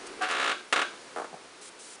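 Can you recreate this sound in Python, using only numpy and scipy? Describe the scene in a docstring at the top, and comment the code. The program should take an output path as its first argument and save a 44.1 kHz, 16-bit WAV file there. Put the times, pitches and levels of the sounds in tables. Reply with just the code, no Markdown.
"""A creaking wooden door

A door swings open in a quiet log cabin. Its dry hinge sticks and slips: a long creak that slows down,
a short run of hard jerks, then a few dull knocks as it comes to rest. Every slip rings the same door
and room. Low hiss lies under it all, with a soft shuffle at first and faint swishes near the end."""
import sys
import numpy as np
from scipy import signal
from scipy.fft import rfft, irfft, next_fast_len
from scipy.io import wavfile
from scipy.ndimage import uniform_filter1d

SR = 44100
rng = np.random.default_rng(int(sys.argv[2]) if len(sys.argv) > 2 else 0)


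def dump_mix(stems):
    """Bounce the given channels to the path in sys.argv[1] as a 16-bit WAV at rate SR."""
    frames = np.atleast_2d(stems).T  # one column per channel
    limited = np.clip(frames, -1, 1)  # hard clip at full scale
    pcm = np.round(limited * 32767).astype(np.int16)
    wavfile.write(sys.argv[1], SR, pcm)


N = 88200

# Pace of the creak. Each row: time in seconds, slips per second.
CREAK_RATE = [(.212, 102.1), (.256, 112.1), (.278, 44.5), (.294, 91), (.325, 85.4), (.357, 56.6),
              (.42, 70.6), (.465, 56.9), (.523, 48.8)]
# Levels of the creak's slips and of the background. Each row: time in seconds, level in dB.
CREAK_FORCE = [(.212, -8), (.235, -1), (.265, -10.5), (.295, -2.5), (.38, -1), (.46, 1.5), (.52, 3.5)]
SHUFFLE_LEVEL = [(0, -52.5), (.09, -44), (.15, -48), (.2, -44), (.3, -58.5)]
HISS_LEVEL = [(0, -46), (.65, -51), (1.05, -48), (1.3, -50.5), (1.55, -50.5), (2, -51.5)]
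# Single events of the hinge and door. Each row: start in seconds, relative level in dB.
JERKS = [(.7255, 9), (.7455, -24), (.7601, 6), (.7743, 1), (.791, 3.5), (.8159, 4)]
TICKS = [(.221, -11), (.288, -14), (.311, -8), (.732, -4)]
KNOCKS = [(1.154, -29), (1.161, -1.5), (1.172, -1), (1.184, -1), (1.1984, -2), (1.2178, -4.5),
          (1.2437, -4.5)]
BUMPS = [(.935, -11), (1.328, -4.5), (1.340, -0.5)]
# Harmonics of the squeak. Each row: multiple of the slip rate, level in dB.
SQUEAK_HARMONICS = [(3, -40.5), (7, -27), (11, -34), (14, -35), (15, -31.5), (16, -58)]
# Faint swishes. Each row: start in seconds, length in seconds, level in dB.
SWISHES = [(0.066, 0.013, -39), (1.613, 0.084, -43.5), (1.792, 0.17, -43.5)]
# Modes of the door. Each row: frequency in Hz, relative level in dB, 60 dB decay time in seconds.
DOOR_MODES = [(364.7, 0.5, 0.14), (492, 2, .18), (759.2, 1.5, 0.17), (1102, 2, 0.23), (1132.6, 3, 0.19),
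              (1245, -0.5, 0.074), (1360, -2, 0.14), (1392, 1, 0.1), (1613, 1.5, 0.14), (1682, -3.5, 0.085),
              (2398, 3, 0.096), (2774, 3, 0.1), (3253, 2, 0.11), (3830, 2.5, .14)]
# Reverberation of the room. Each row: frequency in Hz, 60 dB decay time in seconds.
ROOM_T60 = [(150, 0.71), (500, 0.27), (1500, 0.38), (3500, 0.43), (6000, 0.47), (10000, 0.42)]
# Spectral envelopes of the sources. Each row: frequency in Hz, relative spectral density in dB.
SLIP_COLOUR = [(60, -46), (150, -30), (330, -7), (600, -6.5), (920, -7.5), (1150, -3), (1620, 0.5),
               (1950, -5.5), (2700, -6), (3900, -12.5), (5000, -20), (10000, -27.5)]
GRIT_COLOUR = [(100, -42), (400, -13), (1400, 4), (2500, 2), (3700, 3.5), (5000, -8), (7000, -6),
               (10000, -13)]
TICK_COLOUR = [(500, -29), (3000, -2.5), (5000, 3), (7500, 0), (10000, -1)]
KNOCK_COLOUR = [(60, -52), (200, -13.5), (340, -1.5), (720, 2.5), (1000, -2), (1350, -1.5), (1900, -11.5),
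                (3000, -20.5), (5000, -27), (10000, -25)]
BUMP_COLOUR = [(60, -31), (150, 0.5), (350, -0.5), (800, 6.5), (1600, -27), (3000, -51), (10000, -21.5)]
SHUFFLE_COLOUR = [(30, -17), (120, -22.5), (280, -1.5), (430, 5), (700, -11.5), (1400, -9), (3000, -15.5),
                  (10000, -41)]
SWISH_COLOUR = [(100, -35), (1000, -19), (3000, -4.5), (5000, -4), (7000, -0.5), (10000, 0.5)]
HISS_COLOUR = [(15, -56), (25, -29), (88, -18), (365, -2.5), (879, -3.5), (1190, -3.5), (2280, -7.5),
               (3400, -10), (4370, -10), (8180, -15.5), (10000, -13.5), (13000, -73), (22000, -120)]


def hinge():
    """Stick-slip friction: the long creak and the hard jerks excite the same harsh response."""
    slip = slip_response(SLIP_COLOUR, echo_gain=1, snap_t60=.011, rise_s=.0051,
                         wood_db=-1, wood_t60=.048, room_db=-1, ring_db=-8)
    slips = creak_slips()
    creak = amp(-.5) * strike(slips, slip) + amp(-33) * grit(slips)
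    jerks = amp(-1) * strike(JERKS, slip) + amp(-38) * grit(JERKS)
    return squeak() + creak + jerks + pin_ticks()


def creak_slips(scatter_db=.5):
    """Relaxation oscillation: the hinge lets go each time it has wound up by one more step."""
    row_times, rate = np.transpose(CREAK_RATE)
    t = np.arange(row_times[0], row_times[-1], 1 / SR)
    steps = np.cumsum(np.interp(t, row_times, rate)) / SR
    starts = np.interp(np.arange(int(steps[-1]) + 1), steps, t)
    force_db = np.interp(starts, *np.transpose(CREAK_FORCE)) + rng.normal(0, scatter_db, len(starts))
    return list(zip(starts, force_db))


def slip_response(colour, echo_gain, snap_t60, rise_s, wood_db, wood_t60, room_db, ring_db):
    """Impulse response to one slip: a snap, its wall echo, plank rattle, reverberation and door modes."""
    t = np.arange(N) / SR
    rise = 1 - np.exp(-t / rise_s)
    snap = norm(rng.standard_normal(N) * rise * decay(t, snap_t60))
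    echo = echo_gain * np.roll(snap, int(.0047 * SR))  # from the nearest wall
    planks = norm(rng.standard_normal(N) * rise ** 2 * decay(t, wood_t60))
    blow = snap + echo + amp(wood_db) * planks + amp(room_db) * reverberation(t)
    return recolour(blow, colour) + amp(ring_db) * door_ring(t, colour)


def door_ring(t, colour):
    """Free vibration: each mode is a damped sine, weighted by the spectrum that excites it."""
    ring = sum(amp(db + along(colour, hz)) * decay(t, t60) * np.sin(2 * np.pi * (hz * t + rng.random()))
               for hz, db, t60 in DOOR_MODES)
    return norm(ring * (1 - np.exp(-t / .003)))


def grit(slips, growth=1.97, rise_s=.0011, burst_t60=.049, tail_db=-19, tail_t60=.42):
    """Friction noise: each slip scrapes out a bright burst with a room tail. Incoherent powers add."""
    t = np.arange(N) / SR
    rise = 1 - np.exp(-t / rise_s)
    burst = rise * decay(t, burst_t60)
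    tail = rise * amp(tail_db) * decay(t, tail_t60)
    # Doubling the dB gives power; the burst grows faster than the force of the slip.
    burst_power = strike([(start, 2 * growth * db) for start, db in slips], burst ** 2)
    tail_power = strike([(start, 2 * db) for start, db in slips], tail ** 2)
    return np.sqrt(abs(burst_power)) * noise(GRIT_COLOUR) + np.sqrt(abs(tail_power)) * noise(SLIP_COLOUR)


def squeak(start_s=.206, attack_s=.013, hold_s=.012, t60=.33, slip_hz=106.1):
    """Periodic excitation: the first slips are fast and even enough to sing in a harmonic series."""
    t = np.arange(N) / SR - start_s
    swell = np.clip(t / attack_s, 0, 1) * decay(np.maximum(t - hold_s, 0), t60)
    return swell * sum(amp(db) * np.sin(2 * np.pi * (k * slip_hz * t + rng.random()))
                       for k, db in SQUEAK_HARMONICS)


def pin_ticks(t60=.05):
    """Broadband transients: the hinge pin catches with short bursts of treble."""
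    burst = rng.standard_normal(N) * decay(np.arange(N) / SR, t60)
    return strike(TICKS, recolour(burst, TICK_COLOUR))


def settling():
    """Impulsive excitation: slower, softer slips sound as dull knocks while the door comes to rest."""
    knock = slip_response(KNOCK_COLOUR, echo_gain=.5, snap_t60=.0071, rise_s=.0017,
                          wood_db=-3, wood_t60=.03, room_db=-5, ring_db=-9.5)
    bump = slip_response(BUMP_COLOUR, echo_gain=.36, snap_t60=.016, rise_s=.0022,
                         wood_db=-2, wood_t60=.021, room_db=-4, ring_db=-9)
    return amp(-5) * strike(KNOCKS, knock) + amp(-13) * strike(BUMPS, bump)


def reverberation(t, build_s=.0031):
    """Diffuse field: dense reflections merge into noise, and each band decays at its own rate."""
    hz, frame_times, bands = signal.stft(rng.standard_normal(N), SR, nperseg=256)
    bands *= decay(frame_times, along(ROOM_T60, hz)[:, None])
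    tail = signal.istft(bands, SR, nperseg=256)[1][:N]
    return norm(tail * (1 - np.exp(-t / build_s)))


def rustle(edge_s=.0083):
    """Amplitude-modulated noise: a low shuffle and a few thin swishes, perhaps of clothing."""
    t = np.arange(N) / SR
    swell = sum(amp(db) * np.clip(np.minimum(t - start, start + length - t) / edge_s + .5, 0, 1)
                for start, length, db in SWISHES)
    return swell * noise(SWISH_COLOUR) + amp(curve(SHUFFLE_LEVEL)) * noise(SHUFFLE_COLOUR)


def hiss():
    """Noise floor: room tone and microphone hiss, drifting slowly in level."""
    return amp(curve(HISS_LEVEL)) * noise(HISS_COLOUR)


def strike(events, response):
    """Convolution: the response sounds once for each event, given as start in seconds and level in dB."""
    pulses = np.zeros(N)
    for start, db in events:
        pulses[int(start * SR)] += amp(db)
    return signal.fftconvolve(pulses, response)[:N]


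def recolour(x, colour, smooth_bins=360):
    """Minimum-phase filtering gives a blow a broad spectral shape without smearing its attack."""
    hz = np.fft.rfftfreq(N, 1 / SR)
    spectrum = rfft(x, N)
    smooth_power = abs(uniform_filter1d(abs(spectrum) ** 2, smooth_bins))
    gain = amp(along(colour, hz)) / np.sqrt(smooth_power)
    cepstrum = irfft(np.log(gain), N)
    cepstrum[1:N // 2] *= 2  # folding onto positive time makes the filter causal
    cepstrum[N // 2 + 1:] = 0
    return norm(irfft(spectrum * np.exp(rfft(cepstrum)), N))


def noise(colour):
    """Spectral shaping turns white noise into coloured noise of rms 1."""
    x = filtered(rng.standard_normal(N), lambda hz: amp(along(colour, hz)))
    return x / x.std()


def filtered(x, response):
    """Linear filtering multiplies the spectrum by a frequency response."""
    size = next_fast_len(len(x) + SR // 2)
    return irfft(rfft(x, size) * response(np.fft.rfftfreq(size, 1 / SR)), size)[:len(x)]


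def along(points, hz):
    """Interpolation on a logarithmic frequency axis."""
    frequencies, values = np.transpose(points)
    return np.interp(np.log(hz + 1), np.log(frequencies + 1), values)


def curve(points):
    """Linear interpolation in time, one value per sample."""
    return np.interp(np.arange(N) / SR, *np.transpose(points))


def decay(t, t60):
    """Exponential damping by 60 dB every t60 seconds."""
    return amp(-60 * t / t60)


def amp(db):
    """Amplitude ratio of a level in decibels."""
    return 10 ** (np.asarray(db) / 20)


def norm(x):
    """Normalisation to unit energy."""
    return x / np.linalg.norm(x)


def scene():
    """Superposition: all sources add at one microphone."""
    return (hinge() + settling() + rustle() + hiss())[None]


def record(dry, top_hz=10120):
    """Band limiting: an ideal low-pass filter removes the highest treble."""
    return np.array([filtered(x, lambda hz: hz < top_hz) for x in dry])


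dry = scene()
out = record(dry)
dump_mix(out)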